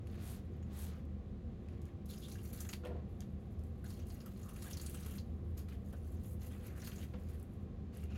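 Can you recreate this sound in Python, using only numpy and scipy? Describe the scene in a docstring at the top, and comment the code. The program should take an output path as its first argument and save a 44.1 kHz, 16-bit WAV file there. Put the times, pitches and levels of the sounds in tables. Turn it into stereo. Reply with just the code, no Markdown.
"""Seedling leaves and thin plastic rustle, crackle and tick as a hand slides over them and bends them.
Early on, a hand sprayer hisses twice as its jet breaks into mist. A plastic tub rings hollowly when
bumped and groans as it is shoved a little way along its shelf. The small room adds a short echo,
and behind it all the ventilation hums: a fan, rumbling ducts and a faint hiss of air."""
import sys
import numpy as np
from scipy import signal
from scipy.fft import rfft, irfft, next_fast_len
from scipy.io import wavfile
from scipy.ndimage import uniform_filter1d, map_coordinates

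SR = 44100
rng = np.random.default_rng(int(sys.argv[2]) if len(sys.argv) > 2 else 0)


def transcribe(signal):
    """Save signal, clipped to [-1, 1], as a 16-bit WAV file at the path in sys.argv[1]."""
    frames = np.atleast_2d(signal).T
    limited = np.clip(frames, -1, 1)
    pcm = np.round(limited * 32767).astype(np.int16)
    wavfile.write(sys.argv[1], SR, pcm)


N = 360297

# Pitches at which the thin plastic rings: pitch_hz, width_hz, level_db
PLASTIC_RINGS = [(1720, 150, -22), (2800, 32, 13.5), (3140, 110, -4), (3460, 40, -7), (4200, 73, -34),
                 (6060, 110, -12.5), (6760, 330, -5)]


def rustle(rub_gain, crinkle_gain, fizz_gain):
    """Leaves and plastic slide and buckle: dull rubbing, crinkling, and a fizz of tiny slips."""
    # Tone colour of each of the three layers: pitch_hz, level_db
    rub_colour = [(300, -20), (600, -1), (880, -8), (1150, 0), (1700, -1), (2400, -3.5), (3500, -10),
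                  (7000, -40)]
    crinkle_colour = [(1200, -52), (2200, 5), (2800, 1.5), (4300, 13), (5400, 9), (6700, 7.5), (7600, -1),
                      (10000, -49)]
    fizz_colour = [(3000, -48), (7000, -2.5), (8200, -6), (9500, -1.5), (12300, 0.5), (13800, -5.5),
                   (15800, -6)]
    coarse = patter(rub_colour, per_s=700, spread_db=3.5, life_s=.003, patchy_db=2.5)
    folds = patter(crinkle_colour, per_s=450, spread_db=4.5, life_s=.0025, patchy_db=3)
    slips = patter(fizz_colour, per_s=400, spread_db=4.6, life_s=.003, patchy_db=2.5)
    rub = amp(-3.5) * rub_gain * coarse
    crinkle = amp(-8.5) * crinkle_gain * unit(filtered(folds, thin_plastic))
    fizz = amp(-3.5) * fizz_gain * slips * amp([[-.8], [.8]])  # a little to the right
    uneven = amp(2.46 * wobble(per_s=22))  # the hand catches and slips
    return uneven * (rub + crinkle + fizz)


def hand_strokes():
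    """Each sweep of the hand, and the brief scrape as the tub is shoved, swells the rubbing, crinkle and fizz
    together; gives their three gains."""
    # Sweeps through leaves and plastic, plus the scrape of the tub shove at 2.79 s: start_s, length_s, rub_db,
    # crinkle_db, fizz_db
    strokes = [(-0.04, 1.1, -73, -80, -82.5), (0.05, 0.2, -69, -68.5, -76), (0.904, 0.13, -65.5, -69, -76),
               (1.578, 0.38, -72, -80, -85), (2.075, 0.35, -67.5, -56.5, -59), (2.396, 0.14, -66, -62, -60),
               (2.48, 0.304, -64, -60, -57.5), (2.79, 0.25, -65.5, -77, -85), (3.07, 4.6, -98, -87, -79.5),
               (3.83, 0.22, -72, -62, -65.5), (4.045, 0.67, -70, -67.5, -64.5),
               (4.61, 0.62, -62, -60.5, -58), (5.557, 0.11, -65, -61, -62.5),
               (5.668, 0.11, -59.5, -64, -69), (5.832, 0.44, -84, -74, -73), (6.216, 0.16, -91, -68, -60.5),
               (6.386, 0.16, -70, -66, -68), (6.493, 0.322, -62, -67, -67),
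               (6.756, 0.32, -59, -57.5, -58.5), (7.03, 0.43, -69.5, -72.5, -75.5),
               (7.916, 0.16, -63.5, -61, -65), (8.092, 0.2, -59, -61, -72)]
    gains = np.zeros((3, N))
    for start, length, *levels_db in strokes:
        gains += amp(levels_db)[:, None] * envelope(start, length, rise_s=0.032, fall_s=0.055)
    return gains


def crackles(folds):
    """Each buckling fold gives a sharp burst that rings briefly at its own pitch."""
    fade_s, ring_db = 0.055, 11.5  # a fade time is how long a sound takes to drop 60 dB
    out, t = np.zeros((2, N)), np.arange(SR // 10) / SR
    for start, db, hz, low_db, high_db in folds:
        colour = [(400, -20), (1200, low_db + 7.5), (2600, low_db + 1.0), (3800, -12.5), (6800, -12.0),
                  (8300, high_db - 6), (12300, high_db - 4.5), (15000, high_db - 8.5)]
        ring = lambda f: 1 + amp(ring_db) * resonance(f, hz, 0.1 * hz)
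        burst = noise(lambda f: amp(along(colour, f)) * thin_plastic(f) * ring(f), size=len(t))
        rise = 1 - np.exp(-t / 0.0014)
        add(out, start - .0005, amp(db - 3.5 - 60 * t / fade_s) * rise * burst)
    return out * amp([[-.5], [.5]])


def loud_crackles():
    """The folds that buckle hardest stand out from the rustle."""
    # Buckling folds: start_s, level_db, pitch_hz, low_db (below 3 kHz), high_db (above 8 kHz)
    folds = [(0.626, -55, 6900, -3, -13), (2.0572, -51.5, 11300, -29, -12), (2.135, -47, 3190, -22, -20),
             (2.2834, -45.5, 9250, -16, -13), (2.5298, -40, 11600, -18, -4), (2.604, -35.5, 6170, -28, -1),
             (2.6495, -47.5, 6410, -6, -12), (2.6903, -35.5, 6690, -9, -12), (2.7299, -36.5, 4570, -7, -10),
             (2.85, -43, 3400, 1, -4), (3.2182, -49.5, 3700, -6, -16), (3.9033, -46, 4500, -14, -3),
             (4.1015, -48.5, 4570, -14, -25), (4.2028, -48.5, 4900, -19, -25),
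             (4.2594, -45, 12200, -14, -8), (4.43, -50, 6760, -34, -16), (4.4905, -44.5, 10000, -8, -4),
             (4.5615, -44, 10600, -4, -9), (4.6219, -40.5, 9400, -16, -13), (4.709, -38.5, 3200, -16, -4),
             (4.7301, -37.5, 5700, -31, -22), (4.7697, -39, 4500, -15, -6), (4.7972, -42.5, 4360, -17, -14),
             (4.813, -38.5, 6800, -20, 1), (4.8618, -37.5, 9200, -24, -9), (4.9444, -40, 8400, -9, -6),
             (4.971, -47, 2920, -9, 2), (5.0613, -42, 11400, -10, -10), (5.098, -46.5, 2900, -10, -8),
             (5.153, -51, 9390, -14, -9), (5.1816, -41.5, 4250, -20, -34), (5.5753, -45, 12300, -18, -14),
             (5.6853, -48, 4000, -2, -6), (5.9265, -50, 3110, -10, 1), (6.4164, -50, 12500, -13, -20),
             (6.4657, -47.5, 11300, -11, -10), (6.6657, -45.5, 11900, -15, -9),
             (6.818, -45.5, 5880, -13, -8), (6.8724, -38, 11900, -15, -13), (6.9593, -46.5, 6740, -30, -7)]
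    return crackles(folds)


def small_crackles(crinkle_gain, count):
    """Small folds buckle at random, following the crinkle's strength; each rings one plastic pitch."""
    boost_db, spread_db, low_db, high_db = 8.5, 1.5, -8.5, -13
    moments, rings = rng.integers([N, len(PLASTIC_RINGS)], size=(count, 2)).T
    scatter_db = spread_db * np.clip(rng.standard_normal(count), -2, 2)
    levels_db = 20 * np.log10(crinkle_gain[moments] + 1e-9) + boost_db + scatter_db
    return crackles([(moment / SR, db, PLASTIC_RINGS[ring][0], low_db, high_db)
                     for moment, db, ring in zip(moments, levels_db, rings)])


def thin_plastic(f):
    """Thin plastic passes every pitch and adds a few rings of its own."""
    return 1 + sum(amp(db) * resonance(f, hz, width) for hz, width, db in PLASTIC_RINGS)


def ticks():
    """Plastic snaps for about a millisecond, and nearby surfaces scatter the sound faintly."""
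    # Hard ticks: start_s, level_db, low_db (below 4 kHz), high_db (above 8 kHz)
    snaps = [(0.071, -51, 9, -17), (0.791, -43, -25, -12), (1.0525, -67, -10, -14), (1.686, -54, 11, -21),
             (1.8173, -53, -17, -22), (1.854, -55.5, -14, -18), (2.6902, -44, -23, -24),
             (2.7353, -35, 6, -20), (2.871, -49, 10, -14), (3.2054, -44, -11, -26.5),
             (3.593, -60, -12, -23), (3.6368, -55.5, -13, -16), (3.843, -48, 8, -4), (4.897, -42, -10, -5),
             (7.2875, -54.5, 4, -17), (7.3462, -61, -8, -10), (7.3986, -55, -10, -11),
             (7.4283, -50.5, -26, -4), (7.5353, -60, -10, -10), (7.9713, -49, -19, -7),
             (8.0381, -51.5, -22, -14)]
    out, t = np.zeros((2, N)), np.arange(SR // 10) / SR
    scatter = amp(-13) * np.exp(-t / .008)
    snap = (1 - np.exp(-t / .0003)) * (np.exp(-t / .001) + scatter)
    for start, db, low_db, high_db in snaps:
        colour = [(600, -30), (2500, low_db - 8), (6800, -12.0),
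                  (8300, high_db + 5.0), (12300, high_db + 7.5), (15000, high_db - 6.0)]
        add(out, start, amp(db) * snap * noise(lambda f: amp(along(colour, f)), size=len(t)))
    return out


def rasps():
    """Plastic catches and slips on plastic with a short rasp."""
    # Short rubs: middle_s, length_s, pitch_hz, level_db
    slips = [(2.249, 0.032, 3500, -55.5), (3.848, 0.012, 1560, -56), (4.266, 0.03, 1260, -62),
             (4.485, 0.08, 1150, -61.5), (4.676, 0.025, 1650, -58.5), (5.12, 0.008, 2900, -59),
             (5.942, 0.021, 1370, -60.5), (7.013, 0.025, 3040, -64), (8.153, 0.088, 2600, -64)]
    out, t = np.zeros((2, N)), np.arange(SR // 2) / SR
    for middle, length, hz, db in slips:
        swell = np.exp(-2 * ((t - t.mean()) / length) ** 2)
        rasp = noise(lambda f: resonance(f, hz, 0.22 * hz) ** 2, size=len(t))
        add(out, middle - t.mean(), amp(db) * swell * rasp)
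    return out


def sprayer():
    """A jet breaks into droplets; more pressure makes them finer, so the hiss brightens mid-puff."""
    # Squeezes of the sprayer: start_s, length_s, pressure_db
    puffs = [(0.163, 0.26, -0.5), (0.688, 0.26, 0.5)]
    # Tone colour of the big and the fine droplets: pitch_hz, level_db
    coarse_colour = [(450, -15), (750, 8.5), (900, 1), (1300, 2), (2800, -2), (4300, -4), (6800, -7.5),
                     (9000, -20), (15800, -32)]
    fine_colour = [(3000, -40), (6000, -4), (7900, -4), (9800, 1), (12400, 1), (13800, -6), (15800, -6)]
    pressure = sum(amp(db) * envelope(start, length, rise_s=0.12, fall_s=0.12)
                   for start, length, db in puffs)
    coarse = patter(coarse_colour, per_s=4000, spread_db=4, life_s=.0008, patchy_db=.5)
    fine = patter(fine_colour, per_s=3000, spread_db=5, life_s=.0008, patchy_db=.8)
    left, right = amp(-58.5) * pressure ** 0.43 * coarse + amp(-56.0) * pressure ** 1.34 * fine
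    late = np.roll(left, SR // 3700)  # the nozzle is on the left, so its hiss reaches the right later
    return np.array([left, amp(-1.5) * right + amp(-11) * late])


def tub_bumps():
    """Soft blows shake the tub, and its ring dies away."""
    # Blows on the tub: start_s, level_db, fade_s
    blows = [(2.834, -48, 0.34), (2.853, -44, 0.14), (4.66, -55, 0.35), (5.93, -49.5, 0.11),
             (7.135, -45.5, 0.14)]
    out, t = np.zeros((2, N)), np.arange(SR // 2) / SR
    rise = 1 - np.exp(-t / 0.0012)
    for start, db, fade_s in blows:
        shake = noise(lambda f: tub_walls(f) / (1 + (f / 3500) ** 2), size=len(t))
        add(out, start, amp(db - 60 * t / fade_s) * rise * shake)
    return out


def tub_shove():
    """The tub judders as it slides along the shelf, and its low notes groan."""
    push = amp(-51) * envelope(start_s=2.83, length_s=0.27, rise_s=0.022, fall_s=0.2)
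    judder = amp(2.1 * wobble(per_s=90))
    return push * judder * noise(lambda f: tub_walls(f) / (1 + (f / 1250) ** 4))


def tub_walls(f):
    """The tub's walls ring at several pitches, which makes it sound hollow."""
    # Rings of the tub: pitch_hz, width_hz, level_db
    rings = [(264, 44, 1), (386, 27, 2.5), (496.4, 11.5, 9.5), (597, 29, 0.5), (706, 25, 2.5),
             (1035, 150, -6.5), (1420, 43, -6), (1730, 120, -9), (2840, 2400, -17)]
    return sum((-1) ** k * amp(db) * resonance(f, hz, width) for k, (hz, width, db) in enumerate(rings))


def room_echo(sound):
    """The walls answer left and right with a short echo each."""
    # How long the echo lasts: pitch_hz, fade_s
    fades = [(200, 1), (1000, 0.14), (5000, 0.18), (15000, 0.2)]
    hz, t, bands = signal.stft(rng.standard_normal((2, SR // 2)), SR, nperseg=256)
    tail = signal.istft(bands * amp(-60 * t / along(fades, hz)[:, None]), SR, nperseg=256)[1]
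    tail = np.pad(tail / np.linalg.norm(tail[0]), ((0, 0), (SR // 200, 0)))  # arrives 5 ms late
    return signal.fftconvolve(sound, tail, axes=1)[:, :N]


def fan():
    """Fan blades make a low, wavering drone, roughened by churning air."""
    # Slow rise and fall of the drone: time_s, level_db
    levels = [(0.0, -50), (0.9, -49), (2.6, -49.5), (3.6, -49.5), (4.85, -53), (5.3, -43.5), (6.2, -47.5),
              (6.8, -48.5), (7.7, -50), (8.0, -43)]
    drone_hz, waver_hz, flutter_db = 77.96, 3.49, 1.5
    pitch_hz = drone_hz + waver_hz * wobble(per_s=12)
    flutter = amp(flutter_db * wobble(per_s=14))
    blades = unit(flutter * np.sin(2 * np.pi * np.cumsum(pitch_hz) / SR))
    churn = amp(-3) * noise(lambda f: resonance(f, drone_hz, width_hz=17) ** 2)
    level_db = np.interp(np.arange(N) / SR, *np.transpose(levels))
    return amp(level_db) * unit(blades + churn)


def ventilation():
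    """The fan drones, the ducts rumble and hum, and the air hisses faintly."""
    # Tone colour of the rumble and the hiss: pitch_hz, level_db
    rumble_colour = [(20, -32.5), (32, -22), (45, -6.5), (62, 0), (90, 2), (130, -3.5), (180, -5),
                     (250, -11.5), (295, -14.5), (380, -14.5), (520, -19), (620, -24.5), (790, -24),
                     (870, -69), (1500, -120)]
    air_colour = [(600, -41), (900, -4), (1080, 1.5), (1400, -6.5), (2000, -7.5), (3000, -12.5),
                  (3700, -13), (4200, -16), (5500, -21.5), (7100, -22), (8000, -28.5), (12300, -29),
                  (13800, -37), (15800, -31)]
    # Notes of the ducts: pitch_hz, base_width_hz, level_db
    duct_notes = [(46.5, 13.6, -58.5), (198.6, 9.4, -56.5), (231.4, 16, -61), (348.9, 6.7, -66.5),
                  (496.4, 20.3, -70.5), (689, 7.9, -82), (796.2, 23, -77)]
    drone = fan()
    rumble = amp(-48.0) * noise(lambda f: amp(along(rumble_colour, f)))
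    notes = sum(amp(db) * noise(lambda f: resonance(f, hz, 1.43 * width) ** 2)
                for hz, width, db in duct_notes)
    air = amp(-69.5) * noise(lambda f: amp(along(air_colour, f)))
    # Standing waves in the room favour one side: pitch_hz, left_over_right_db
    lean = [(40, -3), (75, -2.0), (130, 0), (250, 0.6), (1000, -1.5)]
    return filtered(drone + rumble + notes, lambda f: amp(along(lean, f) * [[.5], [-.5]])) + air


def patter(colour, per_s, spread_db, life_s, patchy_db):
    """A dense stream of tiny bursts whose tone colour shifts from moment to moment."""
    hits = rng.random(N) < per_s / SR
    sizes = hits * amp(spread_db * np.clip(rng.standard_normal(N), -2, 2))
    power = signal.lfilter([1], [1, -np.exp(-1 / (life_s * SR))], sizes ** 2)  # each burst dies away
    bands = signal.stft(np.sqrt(power) * rng.standard_normal((2, N)), nperseg=512)[2]
    patches = uniform_filter1d(rng.standard_normal(bands.shape[1:]), size=8, axis=0)  # smooth in pitch
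    patches = uniform_filter1d(patches, size=5, axis=1)  # and in time
    bursts = signal.istft(bands * amp(patchy_db * unit(patches)), nperseg=512)[1][:, :N]
    return unit(filtered(bursts, lambda f: amp(along(colour, f))))


def noise(response, size=N):
    """Filtered stereo noise: centred in the bass, spread wide in the treble."""
    # How alike left and right are: pitch_hz, likeness (1 = the same)
    likeness = [(60, 1), (125, 0.88), (250, 0.96), (500, 0.58), (1000, -0.1), (4000, -0.079)]
    angle = lambda f: np.arccos(np.clip(along(likeness, f), -1, 1)) / 2
    split = lambda f: np.array([np.cos(angle(f)), np.sin(angle(f))])
    mid, side = filtered(rng.standard_normal((2, size)), lambda f: response(f) * split(f))
    return unit(np.array([mid + side, mid - side]))


def resonance(f, hz, width_hz):
    """How something that rings at hz answers each frequency f; narrower rings longer."""
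    return 1j * f * width_hz / (hz * hz - f * f + 1j * f * width_hz)


def filtered(x, response):
    """Scale each frequency f in x by response(f)."""
    n = x.shape[-1]
    padded = next_fast_len(n + 8192)
    return irfft(rfft(x, padded) * response(np.fft.rfftfreq(padded, 1 / SR)), padded)[..., :n]


def envelope(start_s, length_s, rise_s, fall_s):
    """A gain that rises smoothly, holds and falls, all within the length."""
    t = np.arange(N) / SR - start_s
    ramp = np.clip(np.minimum(t / rise_s, (length_s - t) / fall_s), 0, 1)
    return ramp * ramp * (3 - 2 * ramp)


def wobble(per_s):
    """A smooth curve through per_s random values a second."""
    return map_coordinates(rng.standard_normal(int(N * per_s / SR) + 4), [np.arange(N) * per_s / SR])


def along(points, hz):
    """Read between (pitch_hz, value) points on a log pitch scale."""
    pitches, values = np.transpose(points)
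    return np.interp(np.log(hz + 1), np.log(pitches + 1), values)


def add(track, start_s, sound):
    """Mix a sound into the track."""
    part = track[:, max(round(start_s * SR), 0):][:, :sound.shape[1]]
    part += sound[:, :part.shape[1]]


def amp(db):
    """Turn decibels into a gain."""
    return 10 ** (np.asarray(db) / 20)


def unit(x):
    """Scale to an average (rms) level of 1."""
    return x / np.sqrt(np.mean(x ** 2) + 1e-20)


def scene():
    """All the handling and spraying, their echo, and the hum behind them."""
    hum = ventilation()
    rub_gain, crinkle_gain, fizz_gain = hand_strokes()
    leaves = rustle(rub_gain, crinkle_gain, fizz_gain)
    leaves += small_crackles(crinkle_gain, count=150) + loud_crackles()
    near = leaves + sprayer() + ticks() + rasps() + tub_bumps() + tub_shove()
    return near + amp(-7.5) * room_echo(near) + hum


def record(dry):
    """Cut off the very highest treble."""
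    top_hz = 15830
    return filtered(dry, lambda f: f < top_hz)


dry = scene()
out = record(dry)
transcribe(out)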